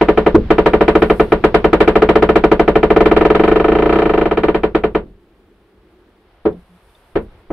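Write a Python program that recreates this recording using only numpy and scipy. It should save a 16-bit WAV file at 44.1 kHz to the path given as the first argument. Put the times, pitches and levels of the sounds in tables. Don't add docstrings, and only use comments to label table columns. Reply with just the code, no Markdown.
import sys
import numpy as np
from scipy import signal
from scipy.fft import rfft, irfft, next_fast_len
from scipy.io import wavfile
from scipy.ndimage import map_coordinates

SR = 44100
rng = np.random.default_rng(int(sys.argv[2]) if len(sys.argv) > 2 else 0)


def wav_record(signal):
    frames = np.transpose(np.atleast_2d(signal))
    bounded = np.clip(frames, -1, 1)
    quanta = np.round(bounded * 32767).astype(np.int16)
    wavfile.write(sys.argv[1], SR, quanta)


N = 331747
RING_SAMPLES = SR // 2
LEAD_S = 0.003

# (time [s], low rumble [dB], murmur [dB], wash [dB])
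BACKGROUND_LEVELS = [(0, -45, -51, -40.5), (2.8, -48, -58, -43.5), (3.8, -56, -55.5, -45),
                     (4.9, -49, -54, -56), (5.152, -56, -54.5, -60.5), (6.102, -56.5, -53.5, -59),
                     (6.4, -58, -62, -57), (6.9, -53, -62.5, -55.5), (7.3, -50, -56.5, -55.5)]
# (middle [s], half length [s], level [dB])
BEDDING_MOVES = [(1.14, 0.16, -54.5), (6.942, 0.34, -69.5)]
# (frequency [Hz], relative density [dB])
RUMBLE_SPECTRUM = [(12, -26.5), (22, -15.5), (40, -1.5), (80, -8.5), (150, -19), (260, -32), (500, -80)]
MURMUR_SPECTRUM = [(120, -51.5), (187, -7), (260, -14.5), (350, -4), (400, -7), (480, -14.5), (800, -49.5)]
WASH_SPECTRUM = [(150, -29), (400, -11.5), (700, -12), (1400, -16.5), (2500, -22), (3500, -24.5),
                 (5000, -33.5), (8000, -56.5)]
BEDDING_SPECTRUM = [(2500, -31), (4200, -3.5), (7000, -10.5), (9200, -0.5), (12000, -3.5), (15500, -16)]
# (depth [dB], rate [1/s])
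FLUTTERS = [(1.5, 6), (1.5, 20), (.6, 9), (2.2, 25)]
# (frequency [Hz], coherence [0..1])
COHERENCE = [(60, 1), (110, 0.99), (190, 1), (330, 0.97), (570, 1), (1010, 0.91), (1770, 0.43),
             (3110, 0.18)]
# (frequency [Hz], level [dB], t60 [s], rise time [s])
HULL_MODES = [(64.2, -21.5, 0.15, 0.0054), (199, -32.5, 0.12, 0.0059), (217.7, -27, 0.36, 0.0023),
              (326.8, 1, 0.048, 0.0081), (428.4, -1.5, 0.12, 0.031), (500.7, -17, 0.14, 0.0096),
              (582.4, -15.5, 0.11, 0.0036), (694.7, -11, 0.061, 0.0022), (753, -15.5, 0.076, 0.0046),
              (901, -31, 0.15, 0.0009), (956.9, -19, 0.091, 0.0016), (1004.7, -23, 0.081, 0.0026),
              (1187, -20, 0.059, 0.0046), (1276, -12.5, 0.041, 0.0033), (1450, -30.5, 0.11, 0.011),
              (1450.6, -26.5, 0.056, 0.0025), (1568, -37, 0.13, 0.0022), (1798, -25, 0.088, 0.015),
              (1848, -29.5, 0.09, 0.0024), (2061, -21.5, 0.031, 0.0033), (2057, -39.5, 0.096, 0.00082),
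              (2212, -41.5, 0.1, 0.00032), (2333, -19, 0.023, 0.0013), (2480, -31, 0.048, 0.0012),
              (2735, -35.5, 0.087, 0.0049), (2795, -37.5, 0.042, 0.0012), (3040, -39.5, 0.11, 0.0038),
              (3070, -31, 0.039, 0.0025)]
# (frequency [Hz], in-phase level [dB], antiphase level [dB], t60 [s])
DENSE_BANDS = [(30, 2.5, -30.5, 0.57), (77.5, -1.5, -27.5, 0.17), (120, -14.5, -37, 0.1),
               (194, -4, -33.5, 0.56), (260, -3.5, -21, 0.28), (400, 6.5, -3.5, 0.22),
               (744, -12, -20, 0.21), (1482, -9.5, -14.5, 0.13), (2830, -25.5, -21.5, 0.15),
               (4020, -30, -29, 0.12), (6264, -54, -48.5, 0.11), (9600, -54, -55.5, 0.2),
               (15000, -80, -83, 0.1)]
SLIP_TIMES = [.014, .088, .177, .266, 0.507, .585, 0.662, .737, .811, .883, .955, 1.023, 1.102, 1.2, 1.323,
              1.442, 1.546, 1.646, 1.733, 1.807, 1.879, 1.958, 2.023, 2.092, 2.158, 2.226, 2.293, 2.359,
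              2.441, 2.518, 2.598, 2.681, 2.758, 2.833, 2.906, 2.965, 3.008, 3.06, 3.116, 3.167, 3.212,
              3.253, 3.304, 3.351, 3.398, 3.439, 3.48, 3.517, 3.56, 3.601, 3.646, 3.685, 3.721, 3.754,
              3.789, 3.825, 3.86, 3.896, 3.928, 3.959, 3.989, 4.022, 4.058, 4.097, 4.139, 4.179, 4.215,
              4.258, 4.314, 4.375, 4.437, 4.486, 4.548, 4.637, 4.751, 4.84, 4.952]
# (time [s], level [dB])
ROPE_LOAD = [(0, -2), (1.5, -0.87), (2.9, -1.36), (3.4, -3.5), (3.9, -6), (4.4, -5.5), (4.95, -6)]
# (time [s], mode gain [dB], favoured frequency [Hz], half-width [octaves],
# dense ring gain [dB], boom gain [dB])
KNOCK_BLOWS = [(0.347, 23.5, 318, 0.39, 18, 18.5), (6.455, 9.5, 360, 0.97, 9.5, -6),
               (7.157, 1.5, 580, 2.3, 6, 3), (7.505, -1.5, 489, 1.4, -11, 4.5)]
# (start [s], length [s], starting level [dB])
HUM_PULSES = [(6.51, .095, -33), (6.7, .075, -45)]
# (time [s], gain [dB], relative ring gain [dB])
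TICK_TOUCHES = [(6.527, -55, -18), (6.895, -58, -18), (6.95, -56, -4)]
# (frequency [Hz], relative level [dB], t60 [s])
SMALL_PART_MODES = [(1700, 2, 0.0098), (3570, 19, 0.028), (5570, -2, 0.0071)]


def amp(db):
    return 10 ** (np.asarray(db) / 20)


def along(table, hz, col=1):
    columns = np.transpose(table)
    return np.interp(np.log(hz + 1), np.log(columns[0] + 1), columns[col])


def filtered(x, response):
    size = next_fast_len(x.shape[-1] + 8192)
    return irfft(rfft(x, size) * response(np.fft.rfftfreq(size, 1 / SR)), size)[..., :x.shape[-1]]


def add(out, start_s, sound):
    start = max(round(start_s * SR), 0)
    out[:, start:start + sound.shape[-1]] += sound[..., :N - start]


def cabin_noise(spectrum, flutter_db, flutter_rate):
    def response(hz):
        angle = np.arccos(np.clip(along(COHERENCE, hz), 0, 1)) / 2
        return amp(along(spectrum, hz)) * [np.cos(angle), np.sin(angle)]

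    mid, side = filtered(rng.standard_normal((2, N)), response)
    knots = rng.standard_normal(int(N * flutter_rate / SR) + 4)
    flutter = map_coordinates(knots, [np.arange(N) * flutter_rate / SR])
    pair = np.array([mid + side, mid - side]) * amp(flutter_db * flutter)
    return pair / pair.std()


def background():
    t = np.arange(N) / SR
    times, *levels = np.transpose(BACKGROUND_LEVELS)
    spectra = RUMBLE_SPECTRUM, MURMUR_SPECTRUM, WASH_SPECTRUM
    return sum(amp(np.interp(t, times, db)) * cabin_noise(spectrum, *flutter)
               for db, spectrum, flutter in zip(levels, spectra, FLUTTERS[:3]))


def bedding(rest_db=-80):
    t = np.arange(N) / SR
    rustles = sum(amp(db) * np.exp(-((t - middle) / half) ** 2) for middle, half, db in BEDDING_MOVES)
    return (amp(rest_db) + rustles) * cabin_noise(BEDDING_SPECTRUM, *FLUTTERS[3])


def hull_modes():
    hz, db, t60, rise_s = np.transpose(HULL_MODES)[..., None]
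    t = np.arange(RING_SAMPLES) / SR
    return amp(db - 60 * t / t60) * (1 - np.exp(-t / rise_s)) * np.sin(2 * np.pi * hz * t)


def dense_ring(rise_s=0.0022):
    hz, t, spectra = signal.stft(rng.standard_normal((2, RING_SAMPLES)), SR, nperseg=512)
    colour = amp([along(DENSE_BANDS, hz, col=1), along(DENSE_BANDS, hz, col=2)])[..., None]
    decay = amp(-60 * t / along(DENSE_BANDS, hz, col=3)[:, None])
    mid, side = signal.istft(spectra * colour * decay, SR, nperseg=512)[1][:, :RING_SAMPLES]
    attack = 1 - np.exp(-np.arange(RING_SAMPLES) / SR / rise_s)
    return np.array([mid + side, mid - side]) * attack


def bright_crack(edge_hz=7000, t60=0.07):
    t = np.arange(SR // 20) / SR
    octave_band = lambda f: 1 / (1 + (edge_hz / (f + 1)) ** 4) / (1 + (f / (2 * edge_hz)) ** 4)
    hiss = filtered(rng.standard_normal((2, len(t))), octave_band)
    return hiss * amp(-60 * t / t60) * (1 - np.exp(-t / LEAD_S))


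def rope_slips(hull_db=10, dense_db=8, fresh_db=-2, fresh_hz=700, scatter_db=1.58, detune=0.0036):
    out, modes, dense = np.zeros((2, N)), hull_modes(), dense_ring()
    fresh = np.array([dense_ring() for _ in range(9)])
    fresh = filtered(fresh, lambda f: f ** 2 / (f ** 2 + fresh_hz ** 2))
    octaves = np.log2(np.transpose(HULL_MODES)[0] / 1000)
    samples = np.arange(RING_SAMPLES)
    usual_wait_s, full_load_s, db_per_doubling = 0.061, 0.31, 0.5
    waits = np.minimum(np.diff(SLIP_TIMES, prepend=SLIP_TIMES[0] - usual_wait_s), full_load_s)
    load_db = np.interp(SLIP_TIMES, *np.transpose(ROPE_LOAD))
    levels = load_db + db_per_doubling * np.log2(waits / usual_wait_s)
    for k, (time, db) in enumerate(zip(SLIP_TIMES, levels)):
        tilt_draw, pitch_draw, fresh_draw = rng.standard_normal(3)
        tilt_db = (0.17 - 0.03 * tilt_draw) * octaves
        mode_gains = amp(hull_db + tilt_db + scatter_db * rng.standard_normal(len(octaves)))
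        ring = np.interp(samples * (1 + detune * pitch_draw), samples, mode_gains @ modes)
        tail = amp(dense_db) * (dense + amp(fresh_db) * fresh[k % len(fresh)] * fresh_draw)
        add(out, time - LEAD_S, amp(db) * (ring + tail))
        crack_db = -33 + 2.5 * db + fresh_draw
        add(out, time - LEAD_S, amp(crack_db) * bright_crack())
    return out


def knocks(rise_s=0.004, damping_t60=0.82, boom_hz=172):
    out, modes = np.zeros((2, N)), hull_modes()
    t = np.arange(RING_SAMPLES) / SR
    mode_hz = np.transpose(HULL_MODES)[0]
    attack, damping = 1 - np.exp(-t / rise_s), amp(-60 * t / damping_t60)
    for time, db, favoured_hz, octaves, dense_db, boom_db in KNOCK_BLOWS:
        favour = lambda f: 1 / (1 + (np.log2((f + 20) / favoured_hz) / octaves) ** 2)
        dense = filtered(dense_ring(), lambda f: np.sqrt(favour(f)))
        boom = filtered(dense_ring(), lambda f: 1 / (1 + (f / boom_hz) ** 4))
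        ring = amp(db) * favour(mode_hz) @ modes + amp(dense_db) * dense
        add(out, time - LEAD_S, attack * (damping * ring + amp(boom_db) * boom))
    return out


def hum(hz=177.6, edge_s=0.03, sag_db_per_s=33):
    t = np.arange(N) / SR
    envelope = np.zeros(N)
    for start, length, db in HUM_PULSES:
        gate = (np.minimum(t - start, start + length - t) / edge_s + 0.5).clip(0, 1)
        envelope += gate * amp(db - sag_db_per_s * (t - start).clip(0))
    return envelope * np.sin(2 * np.pi * hz * t)


def ticks(crack_db=12, crack_t60=0.03, rise_s=0.0015):
    out, t = np.zeros((2, N)), np.arange(SR // 20) / SR
    attack = 1 - np.exp(-t / rise_s)
    ring = sum(amp(db - 60 * t / t60) * np.sin(2 * np.pi * hz * t) for hz, db, t60 in SMALL_PART_MODES)
    crack_band = lambda f: 1 / (1 + (f / 4500) ** 6) / (1 + (1500 / (f + 1)) ** 2)
    for time, db, ring_db in TICK_TOUCHES:
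        crack = filtered(rng.standard_normal(len(t)), crack_band) * amp(crack_db - 60 * t / crack_t60)
        add(out, time, amp(db) * attack * (amp(ring_db) * ring + crack))
    return out


def scene():
    return rope_slips() + knocks() + hum() + ticks() + background() + bedding()


def record(dry, hardness=16, low_hz=15, top_hz=15700):
    saturated = dry / (1 + np.abs(dry) ** hardness) ** (1 / hardness)
    passband = lambda hz: (hz < top_hz) * hz ** 2 / (hz ** 2 + low_hz ** 2)
    return np.clip(filtered(saturated, passband), -1, 1)


dry = scene()
out = record(dry)
wav_record(out)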